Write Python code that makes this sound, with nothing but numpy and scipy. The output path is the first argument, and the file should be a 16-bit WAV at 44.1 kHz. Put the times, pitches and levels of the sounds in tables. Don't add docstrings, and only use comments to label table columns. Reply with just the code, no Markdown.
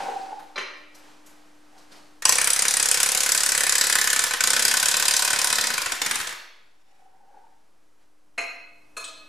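import sys
import numpy as np
from scipy import signal
from scipy.fft import rfft, irfft
from scipy.io import wavfile
from scipy.ndimage import uniform_filter1d

SR = 44100
rng = np.random.default_rng(int(sys.argv[2]) if len(sys.argv) > 2 else 0)


def unload_wav(signal):
    wavfile.write(
        sys.argv[1],
        SR,
        np.round(np.clip(np.atleast_2d(signal).T, -1, 1) * 32767).astype(np.int16),
    )


N = 409248


def from_db(db):
    return 10 ** (np.asarray(db) / 20)


def rms_one(x):
    return x / np.sqrt(np.mean(x ** 2) + 1e-20)


def in_time(rows, column=1):
    rows = np.array(rows)
    return np.interp(np.arange(N) / SR, rows[:, 0], rows[:, column], left=-150, right=-150)


def at_hz(points, hz):
    points = np.array(points)
    return np.interp(np.log(hz), np.log(points[:, 0]), points[:, 1])


def force_db(events, hz, middle_hz):
    events = np.array(events)
    treble = np.clip(np.log2(hz / middle_hz), 0, 1)
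    return treble * events[:, 1] + (1 - treble) * events[:, 2]


def train(times, sizes):
    clicks = np.full(N, 1e-18)
    clicks[(np.asarray(times) * SR).astype(int)] = sizes
    return clicks


def ring(clicks, hz, t60):
    radius, angle = from_db(-60 / (t60 * SR)), 2 * np.pi * hz / SR
    return signal.lfilter([0, np.sin(angle)], [1, -2 * radius * np.cos(angle), radius * radius], clicks)


T60_TIMES_WIDTH = np.log(1000) / np.pi
BAND_EDGES_HZ = 25 * 2 ** (np.arange(29) / 3)


def bands(length):
    white = rng.standard_normal((2, 2, length))
    for k, (low, high) in enumerate(zip(BAND_EDGES_HZ, BAND_EDGES_HZ[1:])):
        band = signal.butter(2, [low, high], "band", fs=SR, output="sos")
        mid, side = signal.sosfilt(band, white[k % 2])
        yield np.sqrt(low * high), mid, side


def spread(hz, mid, side, likeness):
    alike = np.clip(at_hz(likeness, hz), 0, 1)
    return np.sqrt(1 + alike) * mid + np.sqrt(1 - alike) * side * [[1], [-1]]


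def bursts(kinds, t60s, hz, vary_db, rise_s):
    clicks = 0
    for events, colour in kinds:
        level_db = force_db(events, hz, 2237) + at_hz(colour, hz) + rng.normal(0, vary_db, len(events))
        clicks = clicks + train(np.array(events)[:, 0], from_db(level_db))
    fall = from_db(-60 / (at_hz(t60s, hz) * SR))
    rise = np.exp(-1 / (rise_s * SR))
    return signal.lfilter([1 - rise], np.convolve([1, -fall], [1, -rise]), clicks)


CONTACT_S = 0.0022


def struck(events, modes, level_db):
    s = np.array(events)[:, 0]
    out, span = np.zeros(N), slice(int(s[0] * SR), int((s[-1] + 1) * SR))
    for hz, *mode_db, t60 in modes:
        sizes_db = force_db(events, hz, 920) + level_db + np.array(mode_db)
        sizes_db = sizes_db + rng.normal(0, 0.4, len(events))
        clicks = train(s, from_db(sizes_db))[span]
        step = np.arange(len(clicks)) / 220
        levels = rng.normal(0, min(hz / 400, 6), int(np.ceil(step[-1] + 2)))
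        waver_db = np.interp(step, np.arange(step[-1] + 2), levels)
        build_up = ring(clicks, hz, min(t60 / 2, np.log(1000) * CONTACT_S))
        out[span] += (ring(clicks, hz, t60) - build_up) * from_db(waver_db)
    return out


def swells(rows):
    t = np.arange(0, N / SR + .001, .0005)
    gain = sum(from_db(db - np.where(t < s, rise * (s - t), fall * (t - s))) for s, db, rise, fall in rows)
    return np.interp(np.arange(N) / SR, t, gain)


MOTOR_ON_S, MOTOR_OFF_S, GEARS_DB = 2.225, 6.25, -40.5
RUN_UP_DB, RUN_UP_S, RUN_DOWN_DB_PER_S = -10.5, 0.11, 370


def motor():
    t = np.arange(N) / SR
    run_up_db = RUN_UP_DB * np.exp(-np.abs(t - MOTOR_ON_S) / RUN_UP_S)
    run_down_db = RUN_DOWN_DB_PER_S * np.maximum(t - MOTOR_OFF_S, 0)
    return from_db(GEARS_DB + run_up_db - run_down_db) * (t > MOTOR_ON_S)


# start_s, treble_db, middle_db (before colour)
BLOWS = [(2.2523, -2.5, -15.5), (2.2911, -3, -20), (2.3231, -7.5, -17.5), (2.3541, -11.5, -27.5),
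         (2.383, -9, -17.5), (2.413, -9.5, -20.5), (2.4425, -8.5, -26.5), (2.472, -8, -18),
         (2.5022, -7, -27.5), (2.5313, -9.5, -32.5), (2.5612, -10, -23), (2.591, -7.5, -22.5),
         (2.621, -9, -21.5), (2.6515, -10.5, -19), (2.6814, -6, -29.5), (2.7081, -11, -26.5),
         (2.7384, -9, -24.5), (2.7677, -9.5, -21), (2.797, -6.5, -20.5), (2.826, -6, -23.5),
         (2.8557, -8.5, -20), (2.8854, -9.5, -26.5), (2.9129, -6, -22.5), (2.9426, -9, -23),
         (2.9722, -10, -21.5), (3.0011, -9.5, -18), (3.0296, -5, -19), (3.06, -9, -22), (3.088, -8.5, -24),
         (3.1172, -8.5, -29), (3.147, -8, -18.5), (3.1736, -8, -28), (3.2039, -8, -24),
         (3.2324, -7.5, -25.5), (3.2611, -9, -19), (3.29, -7, -21.5), (3.3186, -5.5, -28.5),
         (3.347, -8, -20), (3.3753, -6.5, -28.5), (3.4042, -8, -22.5), (3.4325, -8, -24),
         (3.461, -7, -22.5), (3.4892, -7, -23.5), (3.5183, -7, -22), (3.5484, -9.5, -20.5),
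         (3.5763, -7, -21.5), (3.6054, -9, -19), (3.6342, -8, -20), (3.6658, -10.5, -18.5),
         (3.693, -5.5, -24), (3.722, -7, -21.5), (3.7525, -6.5, -21.5), (3.7807, -7.5, -26.5),
         (3.8104, -4.5, -19.5), (3.8383, -10, -22.5), (3.8674, -8, -23), (3.8972, -8, -20),
         (3.9246, -7, -24), (3.953, -6, -16.5), (3.9845, -9.5, -20), (4.0128, -6, -24), (4.0412, -9.5, -24),
         (4.0723, -7.5, -19), (4.1006, -6.5, -25.5), (4.1294, -6.5, -20), (4.161, -9.5, -20.5),
         (4.191, -5.5, -19), (4.2174, -19.5, -30), (4.238, -6, -20.5), (4.2649, -17, -31.5),
         (4.3086, -16, -20.5), (4.3351, -12.5, -20), (4.4058, -7.5, -18), (4.4373, -4, -16.5),
         (4.472, -7.5, -20), (4.5026, -6, -20.5), (4.5318, -7, -17), (4.5634, -6.5, -18.5),
         (4.593, -8, -20.5), (4.6225, -5.5, -22), (4.6503, -5, -16.5), (4.6796, -7.5, -22.5),
         (4.7113, -7.5, -18.5), (4.7387, -8.5, -20.5), (4.769, -6.5, -21.5), (4.798, -9, -26.5),
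         (4.8271, -7, -18), (4.8562, -7, -23), (4.8836, -5, -22), (4.9121, -8, -24), (4.94, -8.5, -17.5),
         (4.9673, -8, -23), (4.9973, -9, -18), (5.0233, -7.5, -21.5), (5.053, -7, -23.5),
         (5.081, -5.5, -21), (5.1086, -8, -22), (5.1364, -7.5, -22), (5.1653, -5, -24.5),
         (5.1924, -8.5, -26), (5.2213, -9, -21), (5.2478, -9.5, -21.5), (5.276, -11, -20.5),
         (5.3033, -9, -21.5), (5.3301, -9, -15), (5.3595, -13, -22.5), (5.3876, -8, -20.5),
         (5.415, -9, -25.5), (5.4428, -8, -21.5), (5.4706, -11, -22.5), (5.5002, -11.5, -19),
         (5.5263, -9, -19.5), (5.5542, -10, -32.5), (5.5829, -11.5, -16.5), (5.6099, -9, -37),
         (5.6388, -12.5, -18.5), (5.669, -8.5, -27), (5.702, -15, -20), (5.738, -11, -21.5),
         (5.7783, -13, -18.5), (5.8174, -12, -27.5), (5.8593, -14, -18), (5.919, -11.5, -19),
         (6.0161, -7.5, -16), (6.061, -10, -16), (6.1099, -11, -17), (6.155, -11.5, -21.5), (6.2, -18, -22),
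         (6.2705, -16, -26.5), (6.2913, -24, -23.5), (6.324, -26, -28)]
# start_s, treble_db, middle_db
TRIGGER = [(2.2212, -21, -28)]
# start_s, treble_db, middle_db
BOUNCES = [(2.281, -16, -20.5), (6.211, -21, -32)]
# (per Hz, relative)
BLOW_COLOUR = [(28, -11), (70, -19), (230, -16), (450, -13.5), (850, -8.5), (1150, -4), (1800, 1.5),
               (3300, -8), (5000, -13), (6500, -8.5), (9000, -10.5), (11500, -15), (13900, -20.5),
               (16300, -33)]
# pitch_hz, t60_s
BLOW_T60 = [(100, 0.092), (500, 0.055), (2000, 0.03), (6000, 0.03), (14000, 0.013)]
# pitch_hz, likeness (0-1)
CLOSE_LIKENESS = [(50, 0.03), (300, 0.6), (1500, 0.7), (5000, 0.4), (14000, 0.6)]


def cracks_and_gears():
    out, gears = np.zeros((2, N)), motor()
    kinds = [(BLOWS, BLOW_COLOUR), (TRIGGER + BOUNCES, BLOW_COLOUR)]
    for hz, mid, side in bands(N):
        blows = from_db(6.5) * bursts(kinds, BLOW_T60, hz, vary_db=2.0, rise_s=0.0019)
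        gear_noise = gears * from_db(at_hz(BLOW_COLOUR, hz) + 6.5)
        out += spread(hz, mid, side, CLOSE_LIKENESS) * (blows + gear_noise)
    return out


# pitch_hz, width_hz, early_db, midway_db, late_db (relative)
SOCKET = [(509.4, 41, 1.5, -1, 0), (584.7, 27, -8.5, -12.5, -1.5), (761.6, 31, -1, -9.5, -2),
          (945, 30, -2.5, -8.5, 2), (1016, 50, -3.5, -0.5, 6), (1503, 78, 3, 10, 10.5),
          (1739, 84, -2, 15.5, 1.5), (1990, 65, -4, 4, -2.5), (2300, 170, 10, 9.5, 1),
          (2516, 37, -1, -2.5, -1), (3100, 35, -21, -11.5, -6.5), (3627, 33, -17, -13.5, -9.5),
          (4032, 90, -9.5, -8, -0.5), (4862, 140, -3.5, -2.5, 5), (5491, 44.1, -18, -10, -9),
          (5834, 240, 5, -9.5, -0.5), (6200, 71, -3, -9, -7.5), (7267, 190, 2, 5, -0.5),
          (7790, 160, 5.5, 1.5, -2.5), (8430, 130, -6.5, -5, -2), (9060, 180, 10.5, 3.5, 2),
          (9860, 460, 8.5, -2.5, -6), (10830, 150, -2, -10.5, -12), (11224, 37, -13, -9, -13.5)]
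GRIP_S = [2.6, 4.0, 5.3]


def socket_ring():
    hits = np.array(BLOWS)
    s, out = hits[:, 0], np.zeros(N)
    span = slice(int(s[0] * SR) - 200, int((s[-1] + .5) * SR))
    even = uniform_filter1d(uniform_filter1d(s, size=7), size=7)
    even = np.where(np.abs(even - s) < .002, even, s)
    for hz, width, *levels_db in SOCKET:
        uneven = np.clip(np.log2(hz / 800), 0, 1)
        t60 = T60_TIMES_WIDTH / width
        blow_db = force_db(hits, hz, 2200)
        blow_db += np.interp(s, [5.6, 6.2], [0, -14])
        blow_db = uneven * blow_db + (1 - uneven) * uniform_filter1d(blow_db, size=9)
        blow_db += np.interp(s, GRIP_S, levels_db) - 9.5
        blow_db += uneven * rng.normal(0, 3.5, len(s))
        times = even + uneven * (s - even + rng.uniform(0, .002, len(s)))
        clicks = train(times, from_db(blow_db))[span]
        out[span] += ring(clicks, hz, t60) - ring(clicks, hz, 0.28 * t60)
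    return out


# pitch_hz, level_db (relative), t60_s
TAKE_UP = [(876, 2, 0.033), (1046, 4.5, 0.032), (1130, -1.5, 0.028)]


def socket_slack():
    return struck(np.array(BLOWS)[:2], TAKE_UP, level_db=1.0)


# start_s, treble_db, middle_db
CLINKS = [(8.3775, -27, -23), (8.9665, -25, -29.5)]
# pitch_hz, first_clink_db, second_clink_db, t60_s
BAR = [(689, -2, -14, 0.26), (824, -10, -22, 0.15), (1340, -11, -14, 0.1), (1690, -10, -7, 0.12),
       (2360, -16, -8, 0.08), (2541, -2, -1, 0.14), (2573, 1, -3, 0.17), (4160, -2, -10, 0.24),
       (4233, -7, 1, 0.15), (5460, -12, -13, 0.08), (6550, -7, -9, 0.14), (6700, -5, -15, 0.11),
       (8732, -12, -9, 0.08), (10850, -5, -18, 0.07), (11250, -5, -14, 0.08)]
# start_s, treble_db, middle_db
FADING_CLINK = [(.001, -39, -56)]


def bar_ring():
    first_spot = np.delete(BAR[:9], 2, axis=1)
    return struck(CLINKS, BAR, level_db=-8.0) + struck(FADING_CLINK, first_spot, level_db=-10.0)


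# start_s, treble_db, middle_db
REBOUND = [(9.04, -25.5, -38)]
# pitch_hz, level_db (relative), t60_s
SMALL_PART = [(5200, -8, 0.026), (7950, -2, 0.06), (8100, 1, 0.05), (8400, -3, 0.04)]


def small_part_ring():
    return struck(REBOUND, SMALL_PART, level_db=-8.5)


# start_s, treble_db, middle_db
THUDS = [(8.9685, -35, -34.5), (9.086, -55, -35)]
# pitch_hz, level_db (relative), t60_s
HOLLOW = [(641, -1.5, 0.11), (1240, 2.5, 0.13), (1710, -15, .06)]


def hollow_thuds():
    return struck(THUDS, HOLLOW, level_db=-6)


# start_s, treble_db, middle_db
KNOCKS = [(0.5576, -25, -29), (0.5764, -24.5, -22), (.5836, -36, -36)]
# pitch_hz, level_db (relative), t60_s
CASTING = [(390, -1.5, 0.11), (520, 0.5, 0.06), (1280, -12, 0.1), (1370, 0, 0.054), (1720, -12, 0.035),
           (2270, 9, 0.024), (2335, 2, 0.062), (3700, -6, 0.025), (4097, -1, 0.052)]


def casting_ring():
    return struck(KNOCKS, CASTING, level_db=-9.5)


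# start_s, treble_db, middle_db
TICKS = [(.212, -30, -60), (0.392, -27, -34), (.542, -40, -60), (.768, -41, -57), (0.9453, -26.5, -58),
         (1.26, -25.5, -68), (1.7779, -29.5, -60.5), (1.9175, -28, -54), (1.9629, -30.5, -45)]
# (per Hz, relative)
KNOCK_COLOUR = [(59, -52.5), (100, -36), (302, -9), (343, -28), (381, -17), (1080, 0), (1420, -3),
                (2370, 0.5), (4300, -8.5), (9820, -29), (16000, -67)]
# (per Hz, relative)
CLINK_COLOUR = [(200, -24), (450, -11), (700, -18), (1100, -1), (1900, 0), (3000, -4.5), (8000, -10),
                (12000, -28), (15000, -58)]
# pitch_hz, t60_s
KNOCK_T60 = [(200, 0.11), (1000, 0.069), (4000, 0.025), (12000, 0.06)]


def contact_noise():
    out = np.zeros(N)
    kinds = [(KNOCKS, KNOCK_COLOUR), (CLINKS + REBOUND, CLINK_COLOUR), (TICKS, SHUFFLE_COLOUR)]
    for hz, _, side in bands(N):
        out += side * from_db(9.5) * bursts(kinds, KNOCK_T60, hz, rise_s=0.0068, vary_db=5.5)
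    return out


# pitch_hz, width_hz, level_db (relative)
SEAT = [(438, 79, -22.5), (574, 61, -7), (771.4, 18, -3), (805, 25, -5), (903, 22, -8), (1456, 150, -4.5)]
# loudest_s, level_db (relative), rise_db_per_s, fall_db_per_s
CREAKS = [(0.0, -19.5, 298.5, 196), (0.08, -22.5, 511, 93), (0.33, -28, 644, 900), (0.39, -50, 400, 90),
          (1.766, -47.5, 241, 245.5), (7.0, -61, 302, 42), (7.19, -57, 23.5, 140), (7.38, -46, 100, 400),
          (7.44, -52, 230, 135)]
# time_s, peak_db, pitch_hz
SLIPS = [(0.082, -33, 757), (0.119, -27, 824), (0.164, -25.5, 787), (0.263, -34.5, 833), (0.323, -27, 832),
         (0.383, -35, 824), (6.994, -57, 763), (7.019, -54, 767), (7.059, -53, 804), (7.205, -54, 834),
         (7.292, -50, 789), (7.342, -48, 863), (7.37, -46, 803), (7.439, -48, 904), (7.466, -53, 865)]
RUN_S = 0.0214


def seat_creak():
    sizes = from_db(5 * np.minimum(rng.exponential(1, N), 1.5)) * rng.choice([-1, 1], N)
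    slips = sizes * (rng.random(N) < 900 / SR) + 1e-18
    out = rms_one(sum(from_db(db) * ring(slips, hz, T60_TIMES_WIDTH / width) for hz, width, db in SEAT))
    out *= from_db(-9.5) * swells(CREAKS)
    t = np.arange(int(RUN_S * SR)) / SR
    for s, peak_db, hz in SLIPS:
        run = from_db(peak_db) * np.hanning(len(t)) * np.sin(2 * np.pi * hz * t)
        out[int((s - RUN_S / 4) * SR):][:len(t)] += run
    return out


# start_s, length_s, pitch_hz, level_db
LOW_TONES = [(4.493, 0.27, 238, -51), (5.508, 0.23, 231, -53.5)]
TONE_EDGE_DB_PER_S = 288


def low_tone():
    t = np.arange(N) / SR
    out = np.zeros(N)
    for s, length, hz, db in LOW_TONES:
        outside_s = np.maximum(np.maximum(s - t, t - s - length), 0)
        out += np.sqrt(2) * from_db(db - TONE_EDGE_DB_PER_S * outside_s) * np.sin(2 * np.pi * hz * t)
    return out


# pitch_hz, t60_s
SHED_T60 = [(100, 0.39), (500, 0.83), (2000, 0.69), (4000, 0.8), (8000, 0.3), (14000, 0.53)]
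# pitch_hz, likeness (0-1)
LIKENESS = [(50, .3), (300, 0.2), (1500, 0.6), (5000, 1), (14000, 0.5)]
WALL_ECHO_S, WALL_ECHO_DB = .03, -14


def shed(x):
    t = np.arange(SR) / SR
    echo = np.where(t > WALL_ECHO_S, from_db(WALL_ECHO_DB) * np.exp(-(t - WALL_ECHO_S) / 0.0081), 0)
    response = np.zeros((2, SR))
    for hz, mid, side in bands(SR):
        if hz > 180:
            tail = from_db(-13.5 - 60 * t / at_hz(SHED_T60, hz))
            response += spread(hz, mid, side, LIKENESS) * (tail + echo)
    response *= 1 - np.exp(-t / 0.0012)
    paths = rfft(response)
    power = np.abs(paths) ** 2
    paths *= np.sqrt(uniform_filter1d(power, size=500) / uniform_filter1d(power, size=14))
    response = irfft(paths)[:, :SR * 9 // 10]
    return signal.fftconvolve(x[None], response * from_db(-23.0), axes=1)[:, :N]


# loudest_s, level_db (before colour), rise_db_per_s, fall_db_per_s
SHUFFLES = [(0.0, -32.5, 298, 41), (0.956, -53, 650, 25), (1.106, -53, 65, 96), (1.266, -56, 704, 29),
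            (1.812, -54, 97, 83), (1.922, -46.5, 999.5, 76), (6.996, -71, 351, 135), (7.38, -68, 57, 21),
            (8.03, -69, 229, 349.5)]
# (per Hz, relative)
SHUFFLE_COLOUR = [(88, -41.5), (150, -15), (264, -14.5), (297, -7), (354, -15), (774, -7.5), (6260, -22),
                  (9820, -29), (16000, -49.5)]
# time_s, air_db, hum_db (both before colour)
BACKGROUND = [(0, -61, -58.5), (2.2, -52.5, -58.5), (2.3, -67.5, -78), (6.8, -59.5, -79), (8.3, -59, -71),
              (9.28, -50.5, -61)]
# pitch_hz, level_db (relative)
AIR = [(25, -19.5), (60, -25.5), (150, -27.5), (400, -25), (1000, -28.5), (3500, -41), (5500, -40.5),
       (11000, -43.5), (16000, -57.5)]


def shuffling_and_air():
    out = np.zeros((2, N))
    shuffle, air = swells(SHUFFLES), from_db(in_time(BACKGROUND))
    for hz, mid, side in bands(N):
        levels = shuffle * from_db(at_hz(SHUFFLE_COLOUR, hz) + 11.5) + air * from_db(at_hz(AIR, hz) + 26.0)
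        out += spread(hz, side[::-1], mid[::-1], LIKENESS) * levels
    return out


# pitch_hz, level_db (relative)
HUM = [(200, -23.5), (300.7, -3)]


def hum():
    t = np.arange(N) / SR
    lines = sum(from_db(db) * np.sqrt(2) * np.sin(2 * np.pi * (hz * t + rng.random())) for hz, db in HUM)
    return lines * from_db(in_time(BACKGROUND, column=2))


def scene():
    cracks, knocks = cracks_and_gears(), contact_noise()
    steel = bar_ring() + small_part_ring() + casting_ring() + hollow_thuds()
    solid = socket_ring() + socket_slack() + seat_creak()
    above_300 = signal.butter(4, 300, "high", fs=SR, output="sos")
    steel, solid = signal.sosfilt(above_300, [steel, solid])
    near = cracks + knocks + solid + steel + hum() + low_tone()
    near = near * from_db([[.45], [-.45]])
    to_shed = cracks.mean(axis=0) + from_db(-4.0) * solid + from_db(2.0) * steel + from_db(1.5) * knocks
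    return near + shed(to_shed) + shuffling_and_air()


CUTOFF_HZ, OFFSET = 16500, -.0028


def record(dry):
    cut = signal.cheby2(14, 90, CUTOFF_HZ, fs=SR, output="sos")
    return signal.sosfilt(cut, np.clip(dry, -.82, .82)) + OFFSET


dry = scene()
out = record(dry)
unload_wav(out)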